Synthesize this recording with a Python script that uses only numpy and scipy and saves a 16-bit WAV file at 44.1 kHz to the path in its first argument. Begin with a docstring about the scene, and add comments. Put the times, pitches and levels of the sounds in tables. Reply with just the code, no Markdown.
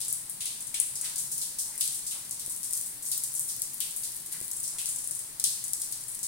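"""A bare-walled gym, microphone in the hand, near where water from a burst pipe falls through the ceiling.
From the start, over a low room rumble, big drops smack the wet rubber floor and the walls throw it back;
lesser drips and fine spray patter between them, swelling as the leak surges. At 0.7 s a drop traps a
bubble that plinks. From 1 s on, shoes scuff faintly now and then. Near 2.5 s and 4.4 s the microphone
takes a soft knock, and the water keeps falling to the end."""
import sys
import numpy as np
from scipy import signal
from scipy.fft import rfft, irfft
from scipy.io import wavfile
from scipy.ndimage import map_coordinates

SR = 44100
rng = np.random.default_rng(int(sys.argv[2]) if len(sys.argv) > 2 else 0)


def generate_wav(sig):
    """Save sig (samples, or channels by samples) to the path in sys.argv[1] as 16-bit PCM at SR."""
    pcm = np.round(np.clip(np.atleast_2d(sig).T, -1, 1) * 32767).astype(np.int16)
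    wavfile.write(sys.argv[1], SR, pcm)


N = 276659
TIME = np.arange(N) / SR
FREQS = np.maximum(np.fft.rfftfreq(N, 1 / SR), 1)


def from_db(db):
    """Decibels to gain."""
    return 10 ** (np.asarray(db) / 20)


def add(track, s, sound):
    """Mix a sound into a track at s seconds."""
    at = max(round(s * SR), 0)
    track[at:at + len(sound)] += sound[:max(N - at, 0)]


def noise(spectrum, channels):
    """Unit white noise shaped by rows of f/Hz, gain/dB."""
    hz, db = np.transpose(spectrum)
    gain = from_db(np.interp(np.log(FREQS), np.log(hz), db))
    return irfft(rfft(rng.standard_normal((channels, N))) * gain, N)


def room_tone():
    """A low rumble reaches both sides of the microphone alike; diffuse hiss differs on each."""
    # spectrum of the rumble: f/Hz, gain/dB
    rumble = [(25, -44), (60, -47.5), (100, -42), (133, -36.5), (165, -41.5), (230, -46), (310, -46.5),
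              (400, -51.5), (700, -55.5), (1500, -82)]
    # spectrum of the diffuse background: f/Hz, gain/dB
    air = [(25, -44.5), (70, -59), (170, -51), (300, -52.5), (620, -53.5), (900, -45.5), (1350, -49.5),
           (1950, -47.5), (2700, -51.5), (4500, -46), (9000, -54), (16000, -46.5)]
    return noise(rumble, channels=1) + noise(air, channels=2)


def smack(pitch_hz, bright_db, spatter=0, crater_q=1.56, spatter_s=0.0007, size=512):
    """One impact: a pressure spike and a moment of spatter ring the air in the opening crater."""
    t = np.arange(size) / SR
    burst = spatter * rng.standard_normal(size) * np.exp(-t / spatter_s)
    burst[0] = 1
    burst = np.roll(burst / np.linalg.norm(burst), size // 32)
    hz = np.maximum(np.fft.rfftfreq(size, 1 / SR), 1)
    u = pitch_hz / (1j * hz)
    crater = 1 / (1 + u / crater_q + u * u)
    # below its pitch a splash is too small to radiate, so the spectrum ends in a steep edge
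    radiation = 1 / (1 + np.sqrt(2) * .75 * u + (.75 * u) ** 2)
    tilt = from_db(bright_db * np.log2(np.clip(hz, 1200, 13500) / 8000))   # bright_db per octave
    return irfft(rfft(burst) * crater * radiation * tilt)


def gym(x, t60=.72, early_t60=.27, early_db=-2, first_echoes_per_s=7000, build_up_s=.02, arrival_s=.0016):
    """Single echoes off floor and machines thicken into a diffuse tail, different on each side."""
    t = TIME[:int(t60 * SR)]
    density = np.minimum(first_echoes_per_s / SR * (1 + (t / build_up_s) ** 2), 1)
    signs = rng.choice([-1, 1], (2, len(t)))
    echoes = signs * (rng.random((2, len(t))) < density) / np.sqrt(density)
    fade = np.hypot(from_db(-60 * t / t60), from_db(early_db - 60 * t / early_t60))
    response = echoes * fade * (1 - np.exp(-t / arrival_s))
    response /= np.linalg.norm(response, axis=1, keepdims=True)
    return signal.fftconvolve(x[None], response, axes=1)[:, :N]


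def splashes(drops, direct_db=-3.0, direct_bright_db=7.5, left_db=1.97, right_lag_s=.0002,
             rebound_db=-2.5, rebound_loss_db=4.0, rebound_s=0.0022, spot_count=9):
    """Drops land on several spots, each with its own echoes; the direct smack is stronger on the left."""
    direct, spots = np.zeros((2, N)), np.zeros((spot_count, N))
    for k, (s, level_db, pitch_hz, near_db) in enumerate(drops):
        # a broader crater is lower in pitch and shatters finer, which tilts it brighter
        bright_db = -2.38 - 1.5 * np.log2(pitch_hz / 4170)
        add(spots[k % spot_count], s, from_db(level_db) * smack(pitch_hz, bright_db))
        # the straight path keeps the treble that the walls absorb
        ticks = [(s, smack(pitch_hz, bright_db + direct_bright_db, spatter=0.13))]
        # the splash crown then tears in a run of ever weaker, ever later ticks
        for j, pause in enumerate(rng.uniform(.4, 1.6, size=3)):
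            tick = from_db(rebound_db - rebound_loss_db * j) * smack(pitch_hz, bright_db, spatter=0.26)
            ticks.append((ticks[-1][0] + rebound_s * pause * 2 ** j, tick))
        lag_s = right_lag_s * rng.uniform(-0.89, 2)
        for at_s, tick in ticks:
            add(direct[0], at_s, from_db(level_db + near_db + left_db) * tick)
            add(direct[1], at_s + lag_s, from_db(level_db + near_db - left_db) * tick)
    return from_db(direct_db) * direct + sum(gym(spot) for spot in spots)


def flow_db(s):
    """The leak comes in surges, which swell the lesser drips and the spray."""
    # strength of the leak: t/s, gain/dB
    flow = [(0, 8), (.36, -26), (.58, 6), (.72, -8), (1.05, -4), (1.52, -7), (1.74, 5), (2.25, -1),
            (2.8, 6.5), (2.96, -2.5), (3.25, 1.5), (4.25, 1), (4.4, 2), (5.22, 5.5), (5.35, -7),
            (5.64, 5.5), (6.0, 0.5), (6.15, 2)]
    return np.interp(s, *np.transpose(flow))


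def small_drips(level_db=-17.5, spread_db=3.1, pitch_hz=7800, spread_octaves=.16, near_db=-5.5, count=80):
    """Lesser drips fall at an uneven pace, each with its own size and pitch; rows for splashes()."""
    when = (np.arange(count) + rng.random(count)) / count * N / SR
    size, pitch = np.clip(rng.standard_normal((2, count)), -2, 2)
    levels_db = level_db + flow_db(when) + spread_db * size
    pitches_hz = pitch_hz * 2 ** (spread_octaves * pitch)
    return np.transpose([when, levels_db, pitches_hz, np.full(count, near_db)])


def fine_spray(per_s=240, spread_db=6.5, level_db=-55.0, edge_hz=6500, near_db=1.0, left_db=1.0):
    """Droplets thrown up by the splashes fall back at random: many tiny, a few larger."""
    sizes = from_db(spread_db * np.minimum(rng.exponential(1, N), 4)) * rng.choice([-1, 1], N)
    ticks = sizes * (rng.random(N) < per_s / SR)
    surging = from_db(flow_db(TIME)) * ticks / ticks.std()
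    high_pass = signal.butter(2, edge_hz, "high", fs=SR, output="sos")
    patter = signal.sosfilt(high_pass, surging + 1e-18)
    # scattered all round, they reach the two sides with ever-changing delays
    lag_samples = 12 * np.sin(2 * np.pi * 37 * TIME)
    shifted = map_coordinates(patter, [np.arange(N) + lag_samples], order=3)
    direct = np.array([patter * from_db(left_db), shifted * from_db(-left_db)])
    return from_db(level_db) * (gym(patter) + from_db(near_db) * direct)


def turning(x, edge_hz=10800):
    """The top treble rises and falls as the microphone turns to the right and back."""
    # treble above the edge: t/s, gain/dB
    top_treble = [(0, -1), (.85, -4.5), (1.3, 2.5), (2.2, -0.5), (2.75, 2.5), (4.3, 3), (4.75, -2.5),
                  (5.3, -1), (6.27, 0)]
    top = irfft(rfft(x) / (1 + (edge_hz / FREQS) ** 20), N)
    gain = from_db(np.interp(TIME, *np.transpose(top_treble)))
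    return x + top * (gain - 1)


def plink(at_s=.7425, pitch_hz=2250, rise_hz_per_s=25000, t60=0.028, level_db=-37.5, room_db=-6.0):
    """One drop traps a bubble in the puddle, whose ring rises in pitch as it nears the surface."""
    out, t = np.zeros(N), TIME[:SR // 20]
    phase = 2 * np.pi * (pitch_hz + .5 * rise_hz_per_s * t) * t
    add(out, at_s, from_db(level_db - 60 * t / t60) * np.sin(phase))
    return out + from_db(room_db) * gym(out)


def scuffs(swell_s=0.02, room_db=4.5, direct_db=2.0):
    """Soles shift on the wet rubber: faint swells of friction noise, more room than direct sound."""
    # shoe scuffs: t/s, level/dB, f/Hz, bandwidth/Hz
    rubs = [(1.052, -53.5, 2000, 900), (1.115, -62.5, 1000, 700), (1.694, -63.5, 900, 200),
            (1.752, -60.5, 1870, 400), (2.16, -59.5, 1100, 1100), (4.355, -57, 1890, 500),
            (4.76, -60.5, 940, 550)]
    out, t = np.zeros(N), TIME[:SR // 10] - 1 / 20
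    for s, level_db, pitch_hz, width_hz in rubs:
        b, a = signal.iirpeak(pitch_hz, pitch_hz / width_hz, fs=SR)
        rub = signal.lfilter(b, a, rng.standard_normal(len(t)))
        swell = np.exp(-.5 * (t / swell_s) ** 2)
        add(out, s + t[0], from_db(level_db) * rub / rub.std() * swell)
    return from_db(direct_db) * out + from_db(room_db) * gym(out)


def knocks():
    """Handling noise: a shifting grip sets the microphone's casing ringing briefly."""
    # soft knocks on the casing: t/s, level/dB
    bumps = [(2.48, -45.5), (4.414, -44.5)]
    # modes of the casing: f/Hz, gain/dB, t60/s
    modes = [(170, 1, 0.015), (355, 0.5, 0.02), (490, -3, 0.02)]
    out, t = np.zeros(N), TIME[:SR // 10]
    ring = sum(from_db(db - 60 * t / t60) * np.sin(2 * np.pi * hz * t) for hz, db, t60 in modes)
    for s, level_db in bumps:
        add(out, s, from_db(level_db) * ring)
    return out


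def scene():
    """Falling water, shoes and handling noise over the gym's room tone, in stereo."""
    # big drops on the floor: t/s, level/dB, splash pitch f/Hz, extra gain of the direct sound/dB
    big_drops = [(.004, -13.5, 3600, -2), (.012, -6.5, 3940, -16), (.0823, -6, 7900, -6.5),
                 (.1267, -6.5, 9200, 0), (.2963, -8, 9700, -6), (.4046, -4.5, 3100, -15),
                 (.456, -4.5, 3400, -7), (.6695, -14.5, 7140, -4), (.7428, -2.5, 2600, -9),
                 (.7997, -0.5, 8700, -1.5), (.9548, -7, 5360, -8), (1.0127, -10, 6400, -1.5),
                 (1.0426, -4.5, 3600, -17), (1.1584, -9, 4660, -5), (1.1808, -3.5, 6300, -10),
                 (1.316, -5, 6160, -13), (1.3794, -9.5, 5400, -4.5), (1.4148, -4.5, 4450, -13),
                 (1.5854, -2, 5400, -15), (1.8089, 0.5, 3680, -5.5), (1.8757, -11, 4000, 0),
                 (1.945, -8, 6700, -14), (2.0658, -5.5, 5240, -11), (2.1102, -8, 3100, -9),
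                 (2.3098, -10, 5670, -4.5), (2.3951, -10.5, 4200, -7), (2.4968, -7.5, 8000, -11),
                 (2.631, -8, 5450, -10), (2.7333, -6, 5770, -5), (3.0246, -10.5, 7050, -11),
                 (3.061, -7.5, 6140, -12), (3.1159, -2.5, 4550, -6.5), (3.1773, -13, 10500, 2),
                 (3.2366, -9, 5870, -2), (3.3509, -5.5, 6900, -10), (3.3948, -6, 8140, -5),
                 (3.4866, -6, 4930, -17), (3.6193, -8, 5800, -1.5), (3.7425, -16, 10000, 1),
                 (3.8039, -3, 3100, -6), (3.9625, -8, 8500, -9), (4.0323, -6, 4600, -19),
                 (4.3182, -11.5, 4060, -14), (4.4454, -12, 10500, -2), (4.5137, -11.5, 6200, -1),
                 (4.638, -8, 5160, -11), (4.6784, -9, 6350, -5), (4.7846, -5, 2750, -9.5),
                 (4.8575, -8, 5270, -3), (4.8894, -4.5, 7800, -10), (4.9602, -13.5, 7260, 2),
                 (5.074, -14.5, 10500, 4), (5.1104, -10.5, 6360, -2.5), (5.3977, -10, 4600, 0),
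                 (5.4401, 3, 4250, -4), (5.7335, -7.5, 6060, 0.5), (5.8173, -8.5, 5030, -3.5),
                 (5.9235, -9, 4700, -4), (6.0827, -8.5, 9000, -14), (6.2303, -5, 5740, -9)]
    water = turning(splashes([*big_drops, *small_drips()]) + plink() + fine_spray())
    return water + scuffs() + knocks() + room_tone()


def record(dry, cutoff_hz=15900):
    """Each microphone port lifts its own part of the treble; the top is cut."""
    # resonance of the left and the right port: f/Hz, bandwidth/Hz, lift/dB
    ports = [(9440, 1395, 16.5), (8250, 1020, 13.5)]
    sides = []
    for side, (hz, width_hz, lift_db) in zip(dry, ports):
        b, a = signal.iirpeak(hz, hz / width_hz, fs=SR)
        sides.append(side + (from_db(lift_db) - 1) * signal.lfilter(b, a, side))
    low_pass = signal.ellip(12, .2, 70, cutoff_hz, fs=SR, output="sos")
    return signal.sosfilt(low_pass, sides)


dry = scene()
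out = record(dry)
generate_wav(out)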